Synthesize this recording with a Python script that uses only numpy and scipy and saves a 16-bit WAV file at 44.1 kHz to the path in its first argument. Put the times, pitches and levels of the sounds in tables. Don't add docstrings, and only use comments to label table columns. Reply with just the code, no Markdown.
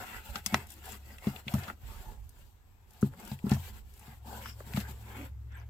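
import sys
import numpy as np
from scipy import signal
from scipy.fft import rfft, irfft, next_fast_len
from scipy.io import wavfile
from scipy.ndimage import uniform_filter1d

SR = 44100
rng = np.random.default_rng(int(sys.argv[2]) if len(sys.argv) > 2 else 0)


def file_out(sig):
    cols = np.atleast_2d(sig).T
    lim = np.clip(cols, -1, 1)
    pcm = np.round(lim * 32767).astype(np.int16)
    wavfile.write(sys.argv[1], SR, pcm)


def boost_factor(decibels):
    exponent = np.asarray(decibels, float) / 20
    return 10 ** exponent


N = 250929

# freq_hz, density_db
SHUT_FLOOR = [(90, -32), (130, -5), (165, -17), (222, -7.5), (300, -11), (450, -13), (600, -16.5),
              (860, -13), (2000, -25.5), (6500, -30), (7900, -28.5), (8800, -38.5), (9400, -51.5),
              (10800, -50.5), (11700, -26.5), (12800, -22.5), (13800, -33.5), (15500, -32.5)]
SHUT_FLOOR_DB = -69.5

# time_s, pitch_hz, level_db
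LOWER_HUM = [(0, 69.9, -64), (.5, 71.42, -54.5), (.7, 70.04, -58.5), (.93, 69.24, -50.5),
             (1.15, 68.7, -53.5), (1.25, 70.62, -57), (1.8, 68.84, -59), (2.55, 67.44, -68),
             (3.0, 70, -66.5), (4.08, 67.04, -58.5), (4.3, 67.8, -48.5), (4.63, 67.33, -52),
             (4.85, 68.64, -43), (5.04, 66.85, -52), (5.17, 69.3, -48.5), (5.39, 67.34, -44.5),
             (5.69, 67.9, -47.5)]
UPPER_HUM_HZ, UPPER_WAVER_RAD = 109, 0.4
UPPER_START_S, UPPER_RISE_S, UPPER_FROM_DB, UPPER_DB = 4.05, 0.47, -62, -52
DRONE_DB, DRONE_OVER_HUM_DB, RUMBLE_DB = -65, -11.5, -61

# middle_s, length_s, level_db, casing_hz
GRIPS = [(0, 0.17, -53, 92), (.18, 0.11, -50, 45.4), (0.313, 0.073, -42.5, 60.6), (0.664, 0.09, -52, 70.6),
         (1.483, 0.16, -69, 36), (1.877, 0.18, -42.5, 53.3), (1.994, 0.14, -46, 60), (2.096, 0.12, -46, 42),
         (2.266, 0.074, -49.5, 76), (2.201, 0.25, -48, 56), (2.423, 0.16, -51, 39.8),
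         (3.757, 0.55, -52.5, 62.2), (5.006, 0.2, -59, 47.3), (5.308, 0.15, -57, 36.4)]
GRIP_RUMBLE_DB, GRIP_DRONE_DB, GRIP_LEFT_DB = -6.5, -12.5, -7

# freq_hz, density_db
OPEN_HISS = [(1500, -25.5), (2800, 4.5), (3500, 3), (4500, 3), (6500, -2), (7600, 4), (8500, -3),
             (10200, -5), (11600, 1.5), (15000, 2.5), (16200, -14.5)]

# freq_hz, likeness_share
PORT_LIKENESS = [(200, 0.9), (700, 0.79), (1100, 0.11), (1700, 0.058), (6000, 0.03), (8000, 0.585),
                 (11000, 0.48), (12500, 1), (15000, .85)]
# freq_hz, left_minus_right_db
PORT_TILT = [(100, 1), (400, 2), (1000, 2.5), (2000, -1), (2600, 6.5), (4500, 1), (8000, 11), (9800, 9),
             (11500, 6), (15000, 0)]

# time_s, gain_db
WALL_ECHO = [(0, -9.5), (1, -8), (2, -17), (3.5, -23), (5.69, -16.5)]
WALL_MS = 1.474

# middle_s, length_s, level_db, pitch_hz
RASPS = [(.06, .15, -54, 872), (.11, .14, -59, 2340), (0.266, .11, -59, 2730), (0.281, 0.12, -57, 890),
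         (.76, .17, -64.5, 315), (0.883, 0.05, -47, 796), (0.915, .11, -60, 2600), (.921, .041, -50, 7310),
         (1.057, 0.15, -68, 326), (1.548, .051, -55, 14100), (1.562, 0.05, -48, 610),
         (1.601, 0.053, -56, 1400), (1.719, .09, -62.5, 270), (1.938, 0.19, -61, 1160),
         (2.093, .09, -64.5, 905), (3.171, 0.1, -58, 180), (3.23, .11, -60, 705), (3.277, 0.063, -59, 3110),
         (3.723, .14, -58.5, 212), (4.335, 0.17, -49.5, 795), (4.333, 0.15, -65, 4510),
         (4.35, 0.15, -52.5, 1480), (4.36, 0.095, -60, 3040), (4.421, .11, -57, 530),
         (4.433, 0.038, -63, 3210), (4.49, 0.15, -54, 5250), (4.86, .14, -53.5, 1570),
         (4.956, 0.12, -65, 460), (5.11, .13, -69, 2930), (5.218, 0.15, -47, 266),
         (5.225, 0.18, -56.5, 547), (5.21, 0.18, -60, 2200), (5.551, .12, -55.5, 1670),
         (5.554, .08, -74, 7900), (5.571, .021, -65, 12910), (5.58, 0.11, -60, 970),
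         (5.577, 0.12, -61.5, 2265), (5.585, .031, -75, 8810), (5.591, 0.12, -77, 12610),
         (5.592, .11, -76, 6100), (5.606, .06, -72, 4810)]
RASP_WIDTH_SHARE = 0.19

# start_s, hold_s, drag_db, grit_over_drag_db, hiss_db
KICKS = [(.255, 0.049, -57.5, 0.5, -59.5), (.352, 0.035, -50.5, 3, -58), (.465, 0.038, -60.5, 7, -59.5),
         (.54, 0.022, -47, 3, -54), (.705, 0.022, -66, 5, -62.5), (.845, 0.11, -55, 3, -59),
         (1.24, 0.059, -53, 1.5, -60.5), (1.36, 0.04, -58.5, 3, -62.5), (1.495, 0.1, -53, 1.5, -58.5),
         (1.61, 0.095, -52, 1.5, -62), (3.03, .04, -57.5, -6, -65.5), (3.13, 0.013, -58.5, -8, -76.5),
         (3.195, 0.085, -55.5, -1.5, -63.5), (3.3, 0.037, -59, 2.5, -60.5), (3.462, 0.016, -52, -15, -64),
         (3.51, 0.038, -48.5, 1, -55.5), (3.64, 0.054, -58, 3, -59.5), (3.74, 0.048, -65, 2.5, -66.5),
         (4.275, .12, -48.5, -14, -61.5), (4.42, 0.081, -57.5, 6, -59.5), (4.762, 0.051, -57, 9, -53.5),
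         (4.89, 0.02, -53.5, -3, -59.5), (5.16, 0.1, -55, 2, -65.5), (5.52, 0.11, -68, 7, -95)]
KICK_RISE_DB_PER_S, KICK_FALL_DB_PER_S = 402.5, 421.5
# start_s, hold_s, drag_db, grit_over_drag_db, hiss_db
SLIDES = [(0, 0.034, -49, -1.5, -59.5), (.09, .08, -53.5, 6.5, -60), (.57, 0.044, -54, 2.5, -63),
          (1.09, 0.052, -60.5, 1.5, -66), (1.88, 0.15, -60.5, 0.5, -65), (2.06, 0.06, -54.5, -12, -69),
          (2.2, 0.32, -91, 0, -81), (2.95, 0.08, -70.5, 3.5, -73), (2.38, 0.03, -69, -0.5, -74.5),
          (3.39, 0.017, -72, -3, -73.5), (3.59, 0.017, -59.5, 0, -62), (3.9, 0.095, -83.5, 7, -74),
          (4.04, 0.081, -60, -0.5, -67), (.76, 0.027, -66.5, 3.5, -67.5), (4.97, 0.089, -62.5, -4, -71.5),
          (1.32, 0.015, -58.5, -1, -65.5), (4.6, 0.0067, -63, -2.5, -68), (4.69, 0.076, -55.5, -2.5, -62.5),
          (4.83, 0.054, -59.5, 0.5, -68), (5.09, 0.079, -55, -1, -68)]
SLIDE_RISE_DB_PER_S, SLIDE_FALL_DB_PER_S = 154, 193
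REST_DRAG_DB, REST_GRIT_DB, REST_WEIGHT_DB, REST_HISS_DB = -78.5, -77.5, -72, -79
WEIGHT_DB, WEIGHT_SHARE = 2.5, 0.18

# freq_hz, width_hz, level_db
RUBBED_MODES = [
    [(217.7, 37, 8.5), (284, 31, -7), (429, 110, 8)],
    [(574, 34, 1), (743.5, 53, 1.5), (879, 150, 7), (1020, 36, -16.5)],
    [(1490, 230, 1.5), (1670, 270, 13.5), (2150, 770, 9), (2770, 450, -21.5), (3200, 500, 0)],
]
# low_hz, high_hz
RUB_BANDS = [(150, 371.5), (430, 1120), (1050, 3280)]

# time_s, peak_db, ring_hz, snap_db, t60_ms
SLAPS = [(0.144, -42, 1500, -23, 49), (.356, -39, 1420, 11.5, 33), (0.4608, -21.5, 5600, -7, 25.4),
         (0.5432, -12, 1000, -3, 10.4), (0.5443, -13, 1840, -1.5, 10), (.549, -33, 1490, -2, 39),
         (1.268, -36, 590, -5.5, 55), (1.4805, -26, 2490, -8, 21), (1.537, -33, 1020, -6, 60),
         (1.633, -53, 1650, 12.5, 64), (1.678, -38, 1300, -7, 110), (1.699, -29.5, 1320, -19, 15),
         (3.026, -29.5, 1190, -16.5, 20.6), (3.315, -36.5, 755, -5, 34), (3.466, -37.5, 980, -13, 24),
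         (3.51, -35.5, 4800, -4, 30), (3.515, -28.5, 880, -6.5, 53), (3.523, -37.5, 1650, -0.5, 29),
         (3.535, -40.5, 5500, -16, 57), (4.458, -31.5, 1330, -8, 17), (4.603, -37, 560, -30, 33),
         (4.736, -43.5, 2120, 10.5, 12), (4.761, -40, 1700, 2.5, 82), (4.771, -28, 540, -5.5, 31),
         (4.8, -41.5, 3740, -17, 48)]
RISE_SHARE = 0.03
SLAP_BRIGHT_DB = -23.5
# time_s, peak_db, ring_hz, bright_db
TOES = [(.523, -41, 960, -14), (0.827, -53, 1360, -26), (.855, -53, 750, 1), (.889, -46, 745, -7),
        (0.97, -58, 2350, -3), (1.183, -43.5, 2320, -16), (1.361, -39, 2660, -33), (1.475, -46, 2400, -28),
        (1.583, -39, 1400, -27), (2.39, -58, 600, -12), (3.135, -47, 1395, -27), (3.135, -54, 800, -30),
        (2.907, -66, 850, -12), (3.2, -44, 800, -22), (3.389, -49, 2300, -17), (3.494, -38.5, 2720, -7),
        (3.565, -36, 736, -26), (4.603, -42, 1280, -23), (5.521, -60.5, 5520, -27)]
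TOE_SNAP_DB, TOE_T60_MS = -21, 22
# time_s, peak_db
GRIT = [(0.4616, -32.5), (.92, -51.5), (1.539, -45.5), (3.011, -58), (3.25, -55.5), (3.276, -55),
        (3.1992, -59), (4.802, -54), (0.669, -57.5), (0.703, -51), (0.719, -52.5), (0.738, -56.5),
        (.692, -69), (2.292, -58.5), (2.907, -65.5), (2.934, -66), (3.017, -53.5), (3.938, -62),
        (3.976, -64), (3.994, -57)]
GRIT_HZ, GRIT_SNAP_DB, GRIT_BRIGHT_DB, GRIT_T60_MS = 6060, -11, 2, 23
# low_hz, high_hz
TICK_BANDS = [(600, 4330), (5500, 13700)]

# time_s, peak_db, rocking_db, deep_db, upper_db
THUMPS = [(0.355, -38.5, -20, -10, 4), (0.46, -37, 0, -11, 2), (0.5237, -29.5, -22, -24, 4),
          (0.533, -24, 7, -3, 2), (0.546, -24, -4, 7, 9), (0.578, -51, -11, 4, 9),
          (1.268, -17, -2, 2.5, 7.5), (1.465, -33.5, -9, 12, 6), (1.537, -16, 6.5, 8, -3),
          (1.577, -29, -14, 18, -3.5), (1.679, -40.5, -13.5, -15, 3.5), (3.017, -44, -10, -5, 2.5),
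          (3.0273, -12, -3, 6.5, 9), (3.313, -27.5, 4.5, 8, -11), (3.439, -22, -18, -11, 5),
          (3.465, -22.5, 5, 8.5, 9), (3.514, -12, 5.5, 10, 5), (3.56, -29.5, 16.5, 11, -3.5),
          (4.078, -41.5, -21, 15, 6), (4.604, -44.5, -20, -10, 38), (4.669, -44, -10, 21, 0),
          (4.7405, -25, -19, 7.5, -13.5), (4.7735, -21.5, -32, -25, 5), (4.888, -40.5, -14, 11, -7)]
# freq_hz, level_db, t60_s
ROCKING_MODES = [(85.1, -8.5, 0.38)]
# freq_hz, level_db, t60_s
DEEP_MODES = [(135.7, -2, .18), (107.7, -16.5, 0.3)]
# freq_hz, level_db, t60_s
MAIN_MODES = [(205.4, 14.5, 0.069), (220, -23.5, .08)]
# freq_hz, level_db, t60_s
UPPER_MODES = [(262, -16, 0.2), (325.4, -16, 0.15), (389.5, 1, 0.063), (460, -8.5, 0.035),
               (540, -13, 0.026), (823, -37, 0.036)]
BLOW_LAG_MS = 1.13
CONTACT_MS, SHORTER_MS_PER_DB = 1.88, 0.07


def evened(x):
    return x / np.sqrt(np.mean(x ** 2) + 1e-20)


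def read(points, hz):
    f, value = np.transpose(points)
    return np.interp(np.log(hz + 1), np.log(f + 1), value)


def curves(rows):
    s, *columns = np.transpose(rows)
    return [np.interp(np.arange(N) / SR, s, c) for c in columns]


def add(mix, s, sound):
    part = mix[..., round(s * SR):][..., :sound.shape[-1]]
    part += sound[..., :part.shape[-1]]


def band(x, lo_hz, hi_hz, order=2):
    sos = signal.butter(order, [lo_hz, min(hi_hz, .45 * SR)], "band", fs=SR, output="sos")
    return signal.sosfilt(sos, x)


def resonate(x, hz, width_hz):
    r = np.exp(-np.pi * width_hz / SR)
    return signal.lfilter([1 - r, 0, r - 1], [1, -2 * r * np.cos(2 * np.pi * hz / SR), r * r], x)


def noise(spectrum, patchy_db, size=512):
    frames, hz = 4 * N // size + 5, np.fft.rfftfreq(size, 1 / SR)
    a, b, c, d, patches = rng.standard_normal((frames, len(hz), 5)).T
    patches = uniform_filter1d(patches, size=8, axis=0)
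    patches = evened(uniform_filter1d(patches, size=12, axis=1))
    z = np.array([a + 1j * b, c + 1j * d])
    z = z * boost_factor(read(spectrum, hz)[:, None] + patchy_db * patches)
    return evened(signal.istft(z, nperseg=size, noverlap=3 * size // 4)[1][:, :N])


def pair(a, b):
    same = np.clip(read(PORT_LIKENESS, np.fft.rfftfreq(len(a), 1 / SR)), 0, 1)
    return np.array([a, irfft(same * rfft(a) + np.sqrt(1 - same ** 2) * rfft(b), len(a))])


def patchy(x, depth_db):
    z = signal.stft(x, nperseg=1024)[2]
    field = uniform_filter1d(rng.standard_normal(z.shape[:0:-1]), size=6, axis=0)
    field = evened(uniform_filter1d(field, size=3, axis=1))
    return signal.istft(z * boost_factor(depth_db * field.T), nperseg=1024)[1][:, :N]


def shut_floor():
    left, right = boost_factor(SHUT_FLOOR_DB) * noise(SHUT_FLOOR, patchy_db=-1.5, size=1024)
    return np.array([left, .6 * right + 0.29 * pair(left, right)[1]])


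def machine_hum(lower_hz, lower_db):
    t = np.arange(N) / SR
    waver = uniform_filter1d(rng.standard_normal(N), size=5000)
    waver = evened(uniform_filter1d(waver, size=5000))
    lower = boost_factor(lower_db) * np.sin(2 * np.pi * np.cumsum(lower_hz) / SR)
    upper_db = np.interp(t - UPPER_START_S, [0, UPPER_RISE_S], [UPPER_FROM_DB, UPPER_DB])
    upper = np.sin(2 * np.pi * UPPER_HUM_HZ * t + UPPER_WAVER_RAD * waver)
    return np.sqrt(2) * (lower + boost_factor(upper_db) * (t > UPPER_START_S) * upper)


def hand_and_drone(lower_db):
    t = np.arange(N) / SR
    squeeze, casing = np.zeros((2, N))
    for s, length_s, db, hz in GRIPS:
        bump = boost_factor(db) * np.cos(np.pi * np.clip((t - s) / length_s, -.5, .5)) ** 2
        squeeze += bump
        casing += bump * np.sin(2 * np.pi * hz * (t - s))
    hand = evened(band(rng.standard_normal((3, N)), 28, 55))
    drone = evened(band(rng.standard_normal((2, N)) + 2.0 * rng.standard_normal(N), 75, 113.2))
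    hand_gain = boost_factor(RUMBLE_DB) + boost_factor(GRIP_RUMBLE_DB) * squeeze
    drone_gain = boost_factor(DRONE_DB) + boost_factor(lower_db + DRONE_OVER_HUM_DB) + boost_factor(GRIP_DRONE_DB) * squeeze
    flex = np.sqrt(2) * boost_factor([[GRIP_LEFT_DB], [-GRIP_LEFT_DB / 2]]) * casing
    rumble = hand_gain * boost_factor([[GRIP_LEFT_DB], [0]]) * (1.25 * hand[0] + 0.71 * hand[1:])
    return flex + rumble + drone_gain * drone


def hiss(open_db):
    open_db = open_db - 2.5 * np.maximum(-76 - open_db, 0)
    flutter = evened(uniform_filter1d(rng.standard_normal(N), size=900))
    steady = patchy(pair(*noise(OPEN_HISS, patchy_db=1.5)), depth_db=2.0)
    return boost_factor(open_db + 5.5 + 1.1 * flutter) * steady


def rasps():
    out = np.zeros((2, N))
    draws = rng.standard_normal((len(RASPS), 3, 8000))
    for (s, length_s, db, hz), draw in zip(RASPS, draws):
        a, b, clumps = draw[:, :round(np.clip(length_s, .02, .18) * SR)]
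        width_hz = min(RASP_WIDTH_SHARE * hz, 700)
        rub = pair(a, b) * boost_factor(2.8 * evened(uniform_filter1d(clumps, size=200)))
        squeak = evened(resonate(resonate(rub, hz, width_hz), hz, width_hz))
        add(out, s - length_s / 2, boost_factor(db) * np.hanning(len(a)) * squeak)
    return out


def strokes():
    t = np.arange(0, N / SR + .01, .002)
    rest_db = [[REST_DRAG_DB], [REST_GRIT_DB], [REST_WEIGHT_DB], [REST_HISS_DB]]
    power = boost_factor(rest_db) ** 2 + 0 * t
    kinds = ((KICKS, KICK_RISE_DB_PER_S, KICK_FALL_DB_PER_S),
             (SLIDES, SLIDE_RISE_DB_PER_S, SLIDE_FALL_DB_PER_S))
    for rows, rise, fall in kinds:
        for s, hold_s, drag_db, grit_db, hiss_db in rows:
            shape_db = -rise * np.maximum(s - t, 0) - fall * np.maximum(t - s - hold_s, 0)
            weight_db = drag_db + WEIGHT_DB + WEIGHT_SHARE * grit_db
            tops_db = [drag_db, drag_db + grit_db, weight_db, hiss_db]
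            power = power + boost_factor(np.add.outer(tops_db, shape_db)) ** 2
    return curves(np.column_stack([t, *10 * np.log10(power)]))


def scuff(drag_db, grit_db, weight_db, slips_per_s=4000, spread_db=1.0):
    slips = (rng.random(N) < slips_per_s / SR) * boost_factor(spread_db * np.minimum(rng.exponential(1, N), 4))
    rub = (uniform_filter1d(slips, size=8) + .08) * rng.standard_normal((2, N))
    drive = patchy(pair(*rub), depth_db=3.6)
    ringing = [evened(sum(boost_factor(db) * resonate(drive, hz, width_hz) for hz, width_hz, db in modes))
               for modes in RUBBED_MODES]
    weight, drag, grit = (band(r, *edges, order=3) for r, edges in zip(ringing, RUB_BANDS))
    return boost_factor(weight_db) * weight + boost_factor(drag_db) * drag + boost_factor(grit_db) * grit


def ticks():
    out, t = np.zeros((2, N)), np.arange(3000) / SR
    rows = [(s, db, hz, snap_db, snap_db + SLAP_BRIGHT_DB, ms) for s, db, hz, snap_db, ms in SLAPS]
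    rows += [(s, db, hz, TOE_SNAP_DB, bright_db, TOE_T60_MS) for s, db, hz, bright_db in TOES]
    rows += [(s, db, GRIT_HZ, GRIT_SNAP_DB, GRIT_BRIGHT_DB, GRIT_T60_MS) for s, db in GRIT]
    bursts = rng.standard_normal((len(rows), 2, len(t)))
    rattle = boost_factor(-22 - 60 * t / .09)
    for (s, db, hz, snap_db, bright_db, t60_ms), burst in zip(rows, bursts):
        decay = boost_factor(-60 * t * 1000 / max(t60_ms, 4)) + rattle
        shape = decay * np.minimum(t * 1000 / (RISE_SHARE * t60_ms + 0.067), 1)
        hit = pair(*burst) * shape
        hit[:, 10] += 40 / max(t60_ms, 4)
        width_hz = min(0.65 * hz, 2800)
        ring = resonate(resonate(hit, hz, width_hz), hz, width_hz)
        parts = [band(ring, hz / 2.5, 1.9 * hz, order=3)]
        parts += [band(hit, *edges, order=3) for edges in TICK_BANDS]
        ring, snap, bright = (p * np.linalg.norm(shape) / np.linalg.norm(p.mean(0)) for p in parts)
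        add(out, s, boost_factor(db - 4.5) * (ring + boost_factor(snap_db) * snap + boost_factor(bright_db + 9.5) * bright))
    return out


def wall(x):
    gain, lag = boost_factor(curves(WALL_ECHO)[0]), round(WALL_MS * SR / 1000)
    treble = x - uniform_filter1d(x, size=41)
    echo = gain * np.roll(treble, lag, axis=1) + gain ** 2 * np.roll(treble, 2 * lag, axis=1)
    return (x + echo) / np.sqrt(1 + gain ** 2)


def mode_ring(modes, t):
    return sum(boost_factor(db - 60 * t / t60_s) * np.sin(2 * np.pi * hz * t) / hz for hz, db, t60_s in modes)


def thumps():
    out, t = np.zeros(N), np.arange(SR // 3) / SR
    rock, deep = mode_ring(ROCKING_MODES, t), mode_ring(DEEP_MODES, t)
    main, upper = mode_ring(MAIN_MODES, t), mode_ring(UPPER_MODES, t)
    for s, db, rock_db, deep_db, upper_db in THUMPS:
        ring = boost_factor(rock_db) * rock + boost_factor(deep_db) * deep + main + boost_factor(upper_db) * upper
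        contact_ms = max(CONTACT_MS - SHORTER_MS_PER_DB * upper_db, .3)
        push = np.exp(-.5 * ((t[:600] * 1000 - 2 * contact_ms) / (contact_ms / 2)) ** 2)
        blow = band(signal.fftconvolve(ring, np.diff(push))[:len(t)], 97, 4000)
        add(out, s + BLOW_LAG_MS / 1000 - contact_ms / 1500, boost_factor(db) * blow / abs(blow).max())
    return out


def scene():
    lower_hz, lower_db = curves(LOWER_HUM)
    background = shut_floor() + machine_hum(lower_hz, lower_db) + hand_and_drone(lower_db)
    drag_db, grit_db, weight_db, open_db = strokes()
    contacts = wall(ticks() + scuff(drag_db, grit_db, weight_db))
    blows = thumps()
    far_port = blows + boost_factor(-15) * (np.roll(blows, shift=40) - blows)
    return background + hiss(open_db) + rasps() + contacts + np.array([blows, far_port])


def top_cut(x):
    return signal.sosfilt(signal.butter(12, 16640, fs=SR, output="sos"), x)


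def record(dry):
    size = next_fast_len(N + 4096)
    hz = np.fft.rfftfreq(size, 1 / SR)
    half = boost_factor(read(PORT_TILT, hz) / 2)
    edge = np.clip((16000 - hz) / 150, 0, 1)
    ports = irfft(rfft(dry, size) * edge * np.array([half, 1 / half]), size)[:, :N]
    return top_cut(ports)


dry = scene()
out = record(dry)
file_out(out)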